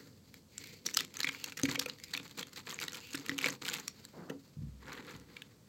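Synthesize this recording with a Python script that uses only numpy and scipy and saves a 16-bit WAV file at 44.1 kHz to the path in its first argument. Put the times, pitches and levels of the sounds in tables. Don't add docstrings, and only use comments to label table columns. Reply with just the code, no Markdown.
import sys
import numpy as np
from scipy import signal
from scipy.fft import rfft, irfft, next_fast_len
from scipy.io import wavfile

SR = 44100
rng = np.random.default_rng(int(sys.argv[2]) if len(sys.argv) > 2 else 0)


def wav_out(sig):
    wavfile.write(sys.argv[1], SR, np.round(np.clip(np.atleast_2d(sig).T, -1, 1) * 32767).astype(np.int16))


N = 250488
FRAME = 2048
ONSET = FRAME // 4

# (frequency [Hz], relative level [dB], decay time T60 [s])
TABLE_MODES = [(140.5, -6.5, 0.29), (260.4, -10, 0.21), (274.8, 1.5, 0.27), (495.2, 2, 0.16)]
# (frequency [Hz], relative level [dB])
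DUST_SPECTRUM = [(2500, -33), (4500, 9), (5500, -3), (7500, -1), (8700, -16.5), (12000, -10), (16000, -6)]
# (time [s], rub weight [dB], flake weight [dB], dust weight [dB])
TEXTURE = [(0, 6.5, 6, 5), (.7, -3.5, -14, 0), (1.3, -2, -2, 1.5), (3.8, -2, -2.5, -0.5),
           (4.5, -0.5, -1.5, 2), (4.88, 3, 3.5, -8), (5.6, 1.5, 4, 1)]


def amp(db):
    return 10 ** (np.asarray(db) / 20)


def unit(x):
    return x / np.sqrt(np.mean(x ** 2) + 1e-20)


def along(points, hz):
    freqs, values = np.transpose(points)
    return np.interp(np.log(hz + 1), np.log(freqs + 1), values)


def curves(rows):
    times, *columns = np.transpose(rows)
    return [np.interp(np.arange(N) / SR, times, column) for column in columns]


def wobble(knots_per_s):
    knots = rng.standard_normal(int(N * knots_per_s / SR) + 2)
    return np.interp(np.arange(N) * knots_per_s / SR, np.arange(len(knots)), knots)


def add(track, start_s, x):
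    i = max(0, round(start_s * SR))
    track[i:i + len(x)] += x[:max(0, len(track) - i)]


def coloured(x, spectrum):
    gain = amp(along(spectrum, np.fft.rfftfreq(FRAME, 1 / SR)))
    cepstrum = irfft(np.log(gain))
    cepstrum[1:FRAME // 2] *= 2
    cepstrum[FRAME // 2 + 1:] = 0
    return signal.oaconvolve(x, irfft(np.exp(rfft(cepstrum))))[:len(x)]


def resonant(x, hz, q):
    return signal.lfilter(*signal.iirpeak(min(hz, SR / 3), max(q, 1), SR), x)


def ring(modes, attack_s, scatter_db):
    t = np.arange(SR // 2) / SR
    waves = sum(amp(db + rng.normal(0, scatter_db) - 60 * t / t60) * np.sin(2 * np.pi * hz * t)
                for hz, db, t60 in modes)
    return waves * (1 - np.exp(-t / attack_s))


def grains(per_s, hz, spread, cycles, size_db):
    count = int(per_s * N / SR)
    when, strength, place, phase = rng.random((count, 4), np.float32).T
    pitch = hz * np.exp(spread * (2 * place - 1))[:, None]
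    t = np.arange(128, dtype=np.float32) / SR
    age = t * pitch / cycles
    size = amp(size_db * np.minimum(-np.log(1 - strength), 3.6))
    envelope = size[:, None] * np.sqrt(pitch) * age * np.exp(-age)
    waves = envelope * np.sin(2 * np.pi * (pitch * t + phase[:, None]))
    index = (when * N).astype(int)[:, None] + np.arange(len(t))
    return unit(np.bincount(index.ravel(), waves.ravel(), N)[:N])


def hush():
    # (frequency [Hz], relative level [dB])
    spectrum = [(25, -18.5), (105, 5.5), (210, 4), (390, -10.5), (510, -9.5), (700, -16.5), (2200, -24.5),
                (4400, -20.5), (7500, -21.5), (16000, -29.5)]
    return amp(-62) * unit(coloured(rng.standard_normal(N), spectrum))


def reverberation(x):
    # (frequency [Hz], decay time T60 [s])
    decay_times = [(150, 0.3), (1500, 0.096), (5000, 0.13), (14000, 0.03)]
    hz, t, noise = signal.stft(rng.standard_normal(SR // 2), SR, nperseg=256)
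    decay = amp(-60 * t / along(decay_times, hz)[:, None])
    tail = signal.istft(noise * decay, SR, nperseg=256)[1]
    tail *= 1 - np.exp(-np.arange(len(tail)) / SR / 0.042)
    return signal.fftconvolve(x, tail / np.linalg.norm(tail))[:N]


def ball():
    # (time [s], level [dB])
    slide = [(4.10, -109), (4.14, -56), (4.20, -48.5), (4.27, -57.5), (4.31, -46), (4.35, -64), (4.39, -85)]
    # (frequency [Hz], relative level [dB])
    spectrum = [(70, -39), (150, 12.5), (400, 3), (700, -10), (1500, -12.5), (2200, -20), (5000, -64)]
    # (time [s], level [dB])
    bumps = [(4.569, -32), (4.589, -34), (4.619, -29), (4.633, -32), (4.669, -33), (5.139, -38)]
    # (frequency [Hz], relative level [dB], decay time T60 [s])
    loaded_modes = [(64.1, -19.5, 0.64), (106, -11, 0.18), (148, -3, 0.11), (206.6, -6, 0.078)]
    roughness = grains(per_s=1400, hz=1180, spread=0.69, cycles=0.42, size_db=-0.5)
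    out = amp(curves(slide)[0]) * unit(coloured(roughness, spectrum))
    for start, db in bumps:
        add(out, start, amp(db) * ring(loaded_modes, attack_s=0.00445, scatter_db=2))
    return out


def knocks():
    # (time [s], relative level [dB], frequency [Hz])
    impacts = [(.863, -39.5, 343), (1.243, -35, 280), (1.635, -17, 262), (1.646, -24, 262),
               (1.691, -24.5, 255), (1.778, -34, 490), (1.86, -33, 510), (2.151, -35, 280),
               (3.145, -29.5, 287), (3.293, -29.5, 285), (3.318, -28, 270), (3.460, -25.5, 510),
               (3.491, -34, 502), (3.618, -36, 286), (4.299, -28.5, 456.5)]
    out = np.zeros(N)
    for start, db, hz in impacts:
        thud_modes = [(0.58 * hz, -7, 0.045), (hz, 0, 0.045), (1.9 * hz, -15, 0.025)]
        thud = ring(thud_modes, attack_s=0.0016, scatter_db=2)
        table = ring(TABLE_MODES, attack_s=0.011, scatter_db=5.5)
        add(out, start, amp(db) * (thud + amp(-19) * table))
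    return coloured(out, [(50, -9), (150, -1.5)])


def swishes():
    # (start [s], end [s], relative level [dB], resonance [Hz])
    strokes = [(0.51, 0.79, -59, 2230), (1.294, 1.5, -57.5, 2700), (1.995, 2.144, -60.5, 2250),
               (2.99, 3.13, -55, 2690)]
    out = np.zeros(N)
    for start, end, db, hz in strokes:
        skin = rng.standard_normal(max(FRAME, int((end - start) * SR)))
        hollow = unit(resonant(resonant(skin, hz, q=3.4), hz, q=3.6))
        hiss = hollow + amp(-1.5) * unit(coloured(skin, DUST_SPECTRUM))
        add(out, start, amp(db - 1.5) * hiss * np.sqrt(np.hanning(len(skin))))
    return out


def grinding_level():
    # (time [s], level [dB])
    contact = [(0, -64), (.24, -77), (.34, -64.5), (.46, -74.5), (.62, -62.5), (.83, -62.5), (1.08, -56.5),
               (1.55, -63), (2.1, -61.5), (2.5, -60.5), (3.0, -61), (3.6, -63.5), (4.15, -62.5),
               (4.42, -70.5), (4.78, -72.5), (4.83, -56), (5.08, -58.5), (5.3, -64.5), (5.67, -73.5)]
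    # (start [s], time held [s], level [dB])
    squeezes = [(0.574, 0.18, -63.5), (.851, 0.012, -53), (.958, 0.06, -50), (1.188, 0.11, -53.5),
                (1.428, 0.04, -53), (1.572, .1, -53.5), (1.69, .18, -50.5), (2.133, 0.09, -56),
                (2.375, 0.02, -48.5), (2.553, 0.03, -56), (2.667, 0.09, -52.5), (2.8, 0.025, -49),
                (2.875, 0.1, -56), (3.128, 0.03, -50), (3.245, 0.04, -50), (3.359, 0.14, -49),
                (3.614, 0.17, -52)]
    bite_s, release_db_per_s = 0.008, 240
    t = np.arange(N) / SR
    power = amp(curves(contact)[0]) ** 2
    for start, held, db in squeezes:
        bite = np.clip((t - start) / bite_s + 0.5, 0, 1)
        release_db = release_db_per_s * np.clip(t - start - held, 0, 1)
        power += (bite * amp(db - release_db)) ** 2
    return 10 * np.log10(power)


def crumbling():
    # (frequency [Hz], relative level [dB])
    crumb_spectrum = [(900, -13), (1550, -14), (2200, -0.5), (3000, -3.5), (4200, 0), (5500, -18.5),
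                      (8000, -26)]
    # (frequency [Hz], relative level [dB])
    flake_spectrum = [(450, -23), (850, 0), (1300, 2), (2100, 2), (3200, -20.5)]
    # (frequency [Hz], relative level [dB])
    rub_spectrum = [(50, -32.5), (100, -21), (150, 1.5), (280, -2), (380, -3), (500, -3.5), (680, -28.5),
                    (2000, -43.5)]
    grind_db = grinding_level()
    rub_db, flake_db, dust_db = curves(TEXTURE)
    light_db, hard_db = -63, -54
    breaking = np.clip((grind_db - light_db) / (hard_db - light_db), 0.12, 0.93)
    clumps_db = (0.82 + breaking) * (5.1 * wobble(45) + 2.8 * wobble(190))
    clumps_db = np.minimum(clumps_db, 6)

    def brushed(breaks, spectrum):
        mix = np.sqrt(breaking) * breaks + np.sqrt(1 - breaking) * rng.standard_normal(N)
        return unit(coloured(mix, spectrum))

    crumbs = brushed(grains(per_s=480, hz=2940, spread=0.96, cycles=0.313, size_db=2.5), crumb_spectrum)
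    flakes = brushed(grains(per_s=900, hz=1600, spread=0.92, cycles=0.31, size_db=0.5), flake_spectrum)
    dust = brushed(grains(per_s=1000, hz=9300, spread=0.36, cycles=0.65, size_db=4.5), DUST_SPECTRUM)
    grit = amp(clumps_db) * (crumbs + amp(flake_db) * flakes + amp(dust_db) * dust)
    skin = rng.standard_normal(N)
    table = sum(amp(db) * resonant(skin, hz, q=10.4) for hz, db, _ in TABLE_MODES)
    rub = unit(coloured(skin + 0.85 * table, rub_spectrum))
    return amp(grind_db) * (amp(-4.5) * grit + amp(rub_db - 1.5 + 0.5 * clumps_db) * rub)


def fracture(run_s):
    def spray(envelope):
        jerks = rng.standard_normal(FRAME) * np.exp(1.21 * rng.standard_normal(FRAME))
        return unit(jerks * envelope) / np.sqrt(FRAME)

    t = (np.arange(FRAME) - ONSET) / SR
    run_s, fade_s = max(run_s, 2 / SR), 0.0024
    creak = spray((t < 0) * np.exp(-abs(t) / fade_s))
    splinters = spray((t >= 0) * np.exp(-(t / (1.13 * run_s)) ** 4))
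    debris = spray((t >= 0) * (1 + abs(t) / fade_s) ** -1.6)
    spray_gain = amp(-14) * np.sqrt(run_s * SR)
    return (t == 0) + spray_gain * (amp(-14) * creak + splinters + amp(-10) * debris)


def snap(hz, run_s, crack_db):
    # (frequency [Hz], relative level [dB])
    curl_spectrum = [(300, -20), (1400, -1), (2200, 3.5), (4300, 1), (5600, -11.5), (12000, -23)]
    # (frequency [Hz], relative level [dB])
    crack_spectrum = [(600, -19.5), (1400, -3), (4500, 1.5), (7500, -2), (9000, -4), (12000, -5),
                      (16000, -8.5)]
    force = fracture(run_s)
    tone = unit(resonant(resonant(force, hz, q=11.4), hz, q=1))
    curl_modes_hz = 1150 * 6.34 ** rng.random(size=4)
    shaken = force + 1.98 * sum(resonant(force, mode_hz, q=19) for mode_hz in curl_modes_hz)
    coupling = amp(-2) * min(1, (3500 / hz) ** 3.3)
    curl = coupling * unit(coloured(shaken, curl_spectrum))
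    crack = unit(coloured(shaken, crack_spectrum))
    sound = unit(unit(tone + curl) + amp(crack_db) * crack)
    return np.sqrt(0.01 * SR / FRAME) * sound


def chips():
    chances_per_s, threshold_db = 44, -62
    grind_db, dust_db = grinding_level(), curves(TEXTURE)[2]
    out = np.zeros(N)
    for when, strength, pitch in rng.random((int(chances_per_s * N / SR), 3)):
        i = int(when * N)
        if grind_db[i] > threshold_db:
            chip = snap(hz=3700 * 2 ** (2 * pitch - 1), run_s=0.0006, crack_db=13)
            add(out, (i - ONSET) / SR, amp(grind_db[i] + dust_db[i] + 6) * strength * chip)
    return out


def snaps():
    # (time [s], relative level [dB], pitch [Hz], crack run time [s], crack weight [dB])
    breaks = [(0.3421, -52.5, 2370, 0.0015, 7), (0.5804, -41, 7150, 0.00057, -1),
              (0.6393, -48.5, 2230, 0.00406, 11), (0.863, -31.0, 5600, 0.0055, 5),
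              (0.8886, -44, 2200, 0.00053, -9), (0.9418, -40.5, 6130, 0.0005, -5),
              (0.9466, -35.5, 6120, 0.0011, -2), (0.971, -24.5, 3670, 0.0028, 11),
              (0.9903, -36, 3100, 0.00025, -1), (0.9976, -37, 3480.0, 0.0056, 2.0),
              (1.0063, -36.0, 4700, 0.00197, 11), (1.1693, -41.5, 6240, 0.0018, 1),
              (1.2037, -33.5, 4160, 0.0018, 3), (1.232, -34.5, 4100, 0.00133, -5),
              (1.2453, -30.5, 2260, 0.0003, -17), (1.2699, -33, 2250, 0.0065, -20),
              (1.2903, -33.5, 2190, 0.004, -28), (1.348, -45.0, 2280, 0.00087, -24),
              (1.442, -36, 4500, 0.0031, 18), (1.5224, -46.5, 2630, 0.0002, -3),
              (1.572, -40.5, 2070.0, 0.0094, 5), (1.597, -42, 1930, 0.0021, 2),
              (1.6339, -31.5, 6200, 0.0023, 1), (1.654, -34.0, 2230, 0.00335, -4),
              (1.6889, -37.5, 1917, 0.0062, -10), (1.7126, -39.5, 4110.0, 0.0027, -4.0),
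              (1.7564, -35.5, 2207, 0.0038, -16), (1.7939, -29.5, 4320.0, 0.0041, 22),
              (1.8598, -38.5, 2550, 0.0038, 2), (1.8976, -40, 3980, 0.0012, -8.0),
              (2.0372, -44, 6770.0, 0.0077, 15), (2.1365, -35.0, 4000, 0.00488, -5.5),
              (2.1501, -37.5, 2330.0, 0.00055, -22), (2.1752, -37.5, 2680, 0.00226, 0),
              (2.3914, -45.5, 3990, 0.0058, -13), (2.4284, -41.0, 3260, 0.0017, -7),
              (2.561, -44, 4190, 0.018, 6), (2.6983, -44.5, 3140.0, 0.0082, 1.5),
              (2.7258, -45.5, 1180.0, 0.0049, -6), (2.743, -45, 6820, 0.0022, -5.5),
              (2.7896, -40.5, 2390, 0.0007, -21), (2.8175, -42, 2640, 0.009, -4),
              (2.8298, -40.5, 1480, 0.0028, 5.5), (2.8815, -38.5, 3890, 0.0024, 0),
              (2.9317, -46.5, 6500, 0.0019, 5), (2.9449, -43.5, 3090.0, 0.0066, 1),
              (3.1312, -46, 6770.0, 0.0044, 8), (3.1449, -39, 1760, 0.0092, -6.0),
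              (3.1512, -40, 8000, 0.0045, 9), (3.2616, -44.5, 1910.0, 0.0038, 9),
              (3.2945, -32.5, 1950, 0.00052, -16.0), (3.3158, -45.5, 1900, 0.0018, -9.5),
              (3.3877, -34, 3040.0, 0.00095, -2.5), (3.4122, -41, 2440, 0.0004, -25),
              (3.4433, -29, 2278, 0.00013, -23), (3.4595, -31, 2330, 0.0035, -8),
              (3.4691, -36.5, 2390, 0.00158, -16), (3.4847, -35.0, 2000.0, 0.0045, 0.5),
              (3.503, -42.0, 6470, 0.0053, -21), (3.653, -41.5, 2890.0, 0.0035, -1),
              (3.6812, -36, 3070, 0.0039, -2), (3.689, -37.5, 1540, 0.00039, 0.5),
              (3.699, -40.5, 6900, 0.00027, -2), (3.7339, -34.5, 3200.0, 0.0059, 11),
              (3.7976, -45.5, 6550.0, 0.0077, 5), (3.88, -36, 2090, 0.002, 21),
              (4.0516, -49, 7500.0, 0.00069, 7), (4.2976, -46, 1940.0, 0.0086, 0.0),
              (4.9206, -50.5, 2054, 0.0014, -8), (4.9295, -49.5, 1460.0, 0.0044, 9),
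              (5.3666, -46.0, 2310, 0.0048, -17), (5.4203, -46.5, 2950, 0.0015, -1)]
    out = np.zeros(N)
    for when, db, hz, run_s, crack_db in breaks:
        add(out, when - ONSET / SR, amp(db + 0.16) * snap(hz, run_s, crack_db - 2))
    return out


def scene():
    direct = snaps() + chips() + crumbling() + swishes() + knocks() + ball()
    mono = hush() + direct + amp(-18.5) * reverberation(direct)
    return np.array([mono, mono])


def record(dry):
    bass_hz, top_hz = 40, 15950
    notch_hz, notch_half_width_hz, notch_db = 9687, 750.5, -11.5
    size = next_fast_len(N + FRAME)
    hz = np.fft.rfftfreq(size, 1 / SR)
    lean = signal.sosfilt(signal.butter(3, bass_hz, "high", fs=SR, output="sos"), dry)
    port = amp(notch_db * np.exp(-((hz - notch_hz) / notch_half_width_hz) ** 2))
    band_limit = 1 / np.sqrt(1 + (hz / top_hz) ** 160)
    return irfft(rfft(lean, size) * port * band_limit, size)[:, :N]


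dry = scene()
out = record(dry)
wav_out(out)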